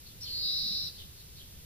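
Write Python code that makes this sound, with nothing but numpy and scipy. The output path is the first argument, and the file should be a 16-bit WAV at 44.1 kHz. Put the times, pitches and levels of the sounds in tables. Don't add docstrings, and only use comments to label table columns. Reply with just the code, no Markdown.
import sys
import numpy as np
from scipy import signal
from scipy.fft import rfft, irfft
from scipy.io import wavfile
from scipy.ndimage import uniform_filter1d, map_coordinates

SR = 44100
rng = np.random.default_rng(int(sys.argv[2]) if len(sys.argv) > 2 else 0)


def transcribe(u):
    v = np.clip(np.atleast_2d(u).T, -1, 1)
    q = np.round(v * 32767).astype(np.int16)
    wavfile.write(sys.argv[1], SR, q)


N = 72765
TIME = np.arange(N) / SR
BIN_HZ = np.arange(N // 2 + 1) * SR / N
OPPOSED = np.array([[1], [-1]])


def undb(db):
    return 10 ** (np.asarray(db) / 20)


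def curve(table, column=1):
    rows = np.array(table)
    return np.interp(TIME, rows[:, 0], rows[:, column])


def along(table):
    rows = np.array(table)
    return np.interp(np.log(np.maximum(BIN_HZ, 1)), np.log(rows[:, 0]), rows[:, 1])


def during(table):
    return (TIME > table[0][0]) & (TIME < table[-1][0])


def unit(x):
    return x / np.sqrt(np.mean(x ** 2))


def walk(rate_hz):
    hold = int(SR / rate_hz)
    steps = np.repeat(rng.standard_normal(N // hold + 1), hold)
    return unit(uniform_filter1d(steps, hold)[:N])


def band(x, lo_hz, hi_hz):
    return signal.sosfilt(signal.butter(2, [lo_hz, hi_hz], "band", fs=SR, output="sos"), x)


def bass_of(x):
    corner_hz = 325
    return irfft(rfft(x) / (1 + (BIN_HZ / corner_hz) ** 2), N)


def tone(hz):
    return np.sqrt(2) * np.sin(2 * np.pi * np.cumsum(hz) / SR)


def echoes(x, t60_s):
    tail = rng.standard_normal((2, N)) * np.exp(-np.log(1000) * TIME / t60_s)
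    wet = signal.fftconvolve(x[None], tail, axes=1)[:, :N]
    return wet * np.std(x) / np.std(wet, axis=1, keepdims=True)


def background():
    # (frequency [Hz], density [dB per Hz])
    air_color = [(20, -4), (35, -10.5), (60, 0), (100, -3.5), (150, -7.5), (270, -18), (490, -20),
                 (700, -28.5), (1200, -29), (2100, -26.5), (3700, -20.5), (5200, -24), (7400, -32),
                 (9500, -29), (12300, -22.5), (15400, -26.5)]
    # (frequency [Hz], likeness [-1..1])
    likeness = [(60, 0.72), (130, 0.86), (300, 0.46), (1400, 0.28), (3100, 0.23), (6800, -0.76),
                (15000, -0.5)]
    level_db, flutter_db, flutter_hz = -47, 1.3, 14.62
    mid, side = rfft(rng.standard_normal((2, N))) * undb(along(air_color))
    like = along(likeness)
    width = np.sqrt((1 - like) / (1 + like))
    air = irfft(mid + OPPOSED * side * width, N)
    rumble = bass_of(air)
    hiss = air - rumble
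    return undb(level_db) * unit(hiss + rumble * undb(flutter_db * walk(flutter_hz)))


def far_chirps():
    # (start [s], length [s], from [Hz], to [Hz], level at mid-note [dB])
    notes = [(0.048, 0.034, 4710, 3810, -51), (0.086, .035, 3620, 3080, -58.5),
             (0.241, 0.05, 3820, 3060, -48.5), (.945, .05, 4775, 4140, -53),
             (0.972, 0.061, 3540, 3470, -48.5), (1.163, 0.059, 4700, 4210, -54),
             (1.356, .035, 4500, 3930, -51), (1.388, 0.0338, 3650, 3170, -51)]
    direct_db, t60_s = -5.5, 0.25
    warble, warble_hz = 0.09, 500
    dry_notes = 0
    for start, length, from_hz, to_hz, db in notes:
        progress = np.clip((TIME - start) / length, 0, 1)
        swell = np.sqrt(np.abs(np.sin(np.pi * progress)))
        glide_hz = from_hz + (to_hz - from_hz) * progress
        dry_notes = dry_notes + undb(db) * swell * tone(glide_hz * (1 + warble * walk(warble_hz)))
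    return echoes(dry_notes, t60_s) + undb(direct_db) * dry_notes * OPPOSED


def whistle():
    # (time [s], upper pitch [Hz], upper level [dB], lower pitch [Hz], lower level [dB])
    voices = [(.203, 4500, -62, 3900, -66), (.212, 5100, -43.5, 4000, -60), (.222, 5600, -45, 4750, -58),
              (.232, 5590, -44, 4350, -52), (.239, 5350, -46, 4230, -48), (.244, 5050, -41, 4230, -49),
              (.251, 4900, -58, 4250, -52)]
    upper_hz = curve(voices, 1) * (1 + 0.023 * walk(600))
    lower_hz = curve(voices, 3) * (1 + 0.0178 * walk(600))
    upper = tone(upper_hz) * undb(curve(voices, 2))
    lower = tone(lower_hz) * undb(curve(voices, 4))
    return (upper + lower) * during(voices)


def tick():
    # (start [s], decay time constant [s], level at onset [dB])
    start, decay, db = (.2095, 0.007, -49)
    age = TIME - start
    noise = unit(band(rng.standard_normal((2, N)), 4100, 11000))
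    return undb(db) * noise * np.exp(-np.abs(age) / decay) * (age > 0)


def buzz():
    # (time [s], level [dB])
    loudness = [(.24, -51.5), (.275, -44.5), (.31, -42), (.345, -37.5), (.41, -37), (.455, -34),
                (.55, -34.5), (.63, -36), (.77, -35.5), (.85, -38.7), (.885, -41.5), (.9, -67)]
    # (time [s], lowest [Hz], highest [Hz])
    span = [(.24, 4090, 4840), (.32, 4070, 4830), (.41, 3973, 5030), (.48, 3730, 5286), (.6, 3751, 5443),
            (.76, 3760, 5544), (.88, 3724, 5736)]
    # (time [s], rate [sweeps per s])
    sweep_rate = [(.29, 181), (.35, 165), (.5, 150), (.78, 147), (.89, 154)]
    # (frequency [Hz], gain [dB])
    throat = [(3350, -50), (3560, 1.5), (3780, 2.5), (4050, 2), (4330, 0.4), (4700, 0.1), (5100, -2.7),
              (5550, -3), (5800, 1.5), (6200, -54)]
    rate_jitter, pitch_jitter, flutter_db = 0.018, 0.011, 0.7
    rise_share = 0.433
    cusp = 1.08
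    sweeps_per_s = curve(sweep_rate) * (1 + rate_jitter * walk(120))
    cycle = np.cumsum(sweeps_per_s) / SR % 1
    height = np.interp(cycle, [0, rise_share, 1], [0, 1, 0]) ** cusp
    low, high = curve(span, 1), curve(span, 2)
    hz = (low + (high - low) * height) * (1 + pitch_jitter * walk(400))
    db = curve(loudness) + flutter_db * walk(300)
    source = tone(hz) * undb(db) * during(loudness)
    return irfft(rfft(source) * undb(along(throat)), N)


def delayed(x, lag_s):
    return map_coordinates(x, [(TIME - lag_s) * SR], order=3)


def yard(x):
    # (left lag [ms], left [dB], right lag [ms], right [dB])
    bounces = [(1.822, -4.5, .95, -13), (3.44, -12, 2.31, -10.3)]
    right_lag_s, pan_db = .000077, 1.1
    near_db, near_t60_s = -4.5, 0.096
    far_db, far_t60_s = -7.5, 0.73
    early = np.array([x, delayed(x, right_lag_s)])
    power = 1
    for left_ms, left_db, right_ms, right_db in bounces:
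        gain = undb([[left_db], [right_db]])
        left = delayed(x, left_ms / 1000)
        right = delayed(x, right_lag_s + right_ms / 1000)
        early = early + gain * np.array([left, right])
        power = power + gain ** 2
    early = early / np.sqrt(power)
    walls = undb(near_db) * echoes(x, near_t60_s) + undb(far_db) * echoes(x, far_t60_s)
    return undb([[pan_db / 2], [-pan_db / 2]]) * (early + walls)


def low_swells():
    # (centre [s], half-width [s], pitch [Hz], peak level [dB])
    swells = [(.655, .02, 175, -51), (.72, .04, 185, -53), (.85, .03, 150, -56)]
    out = 0
    for at, length, hz, db in swells:
        bell = np.exp(-((TIME - at) / length) ** 2)
        noise = unit(band(rng.standard_normal(N), hz * .8, hz * 1.15))
        out = out + undb(db) * bell * noise
    return out


def scene():
    return background() + far_chirps() + tick() + yard(whistle() + buzz()) + low_swells()


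def record(dry):
    treble_swing_db, bass_swing_db = -4.5, -0.5
    threshold_db, knee_db, sense_s = -47, 3, 0.0057
    top_hz = 15520
    power = uniform_filter1d(np.mean(band(dry, 2200, 5100) ** 2, axis=0), int(sense_s * SR))
    sensed_db = 10 * np.log10(np.abs(power) + 1e-12)
    shut = (0.5 - np.tanh((sensed_db - threshold_db) / knee_db / 2)) / 2
    bass = bass_of(dry)
    treble = dry - bass
    out = bass * undb(bass_swing_db * shut) + treble * undb(treble_swing_db * shut)
    return irfft(rfft(out) * (BIN_HZ < top_hz), N)


dry = scene()
out = record(dry)
transcribe(out)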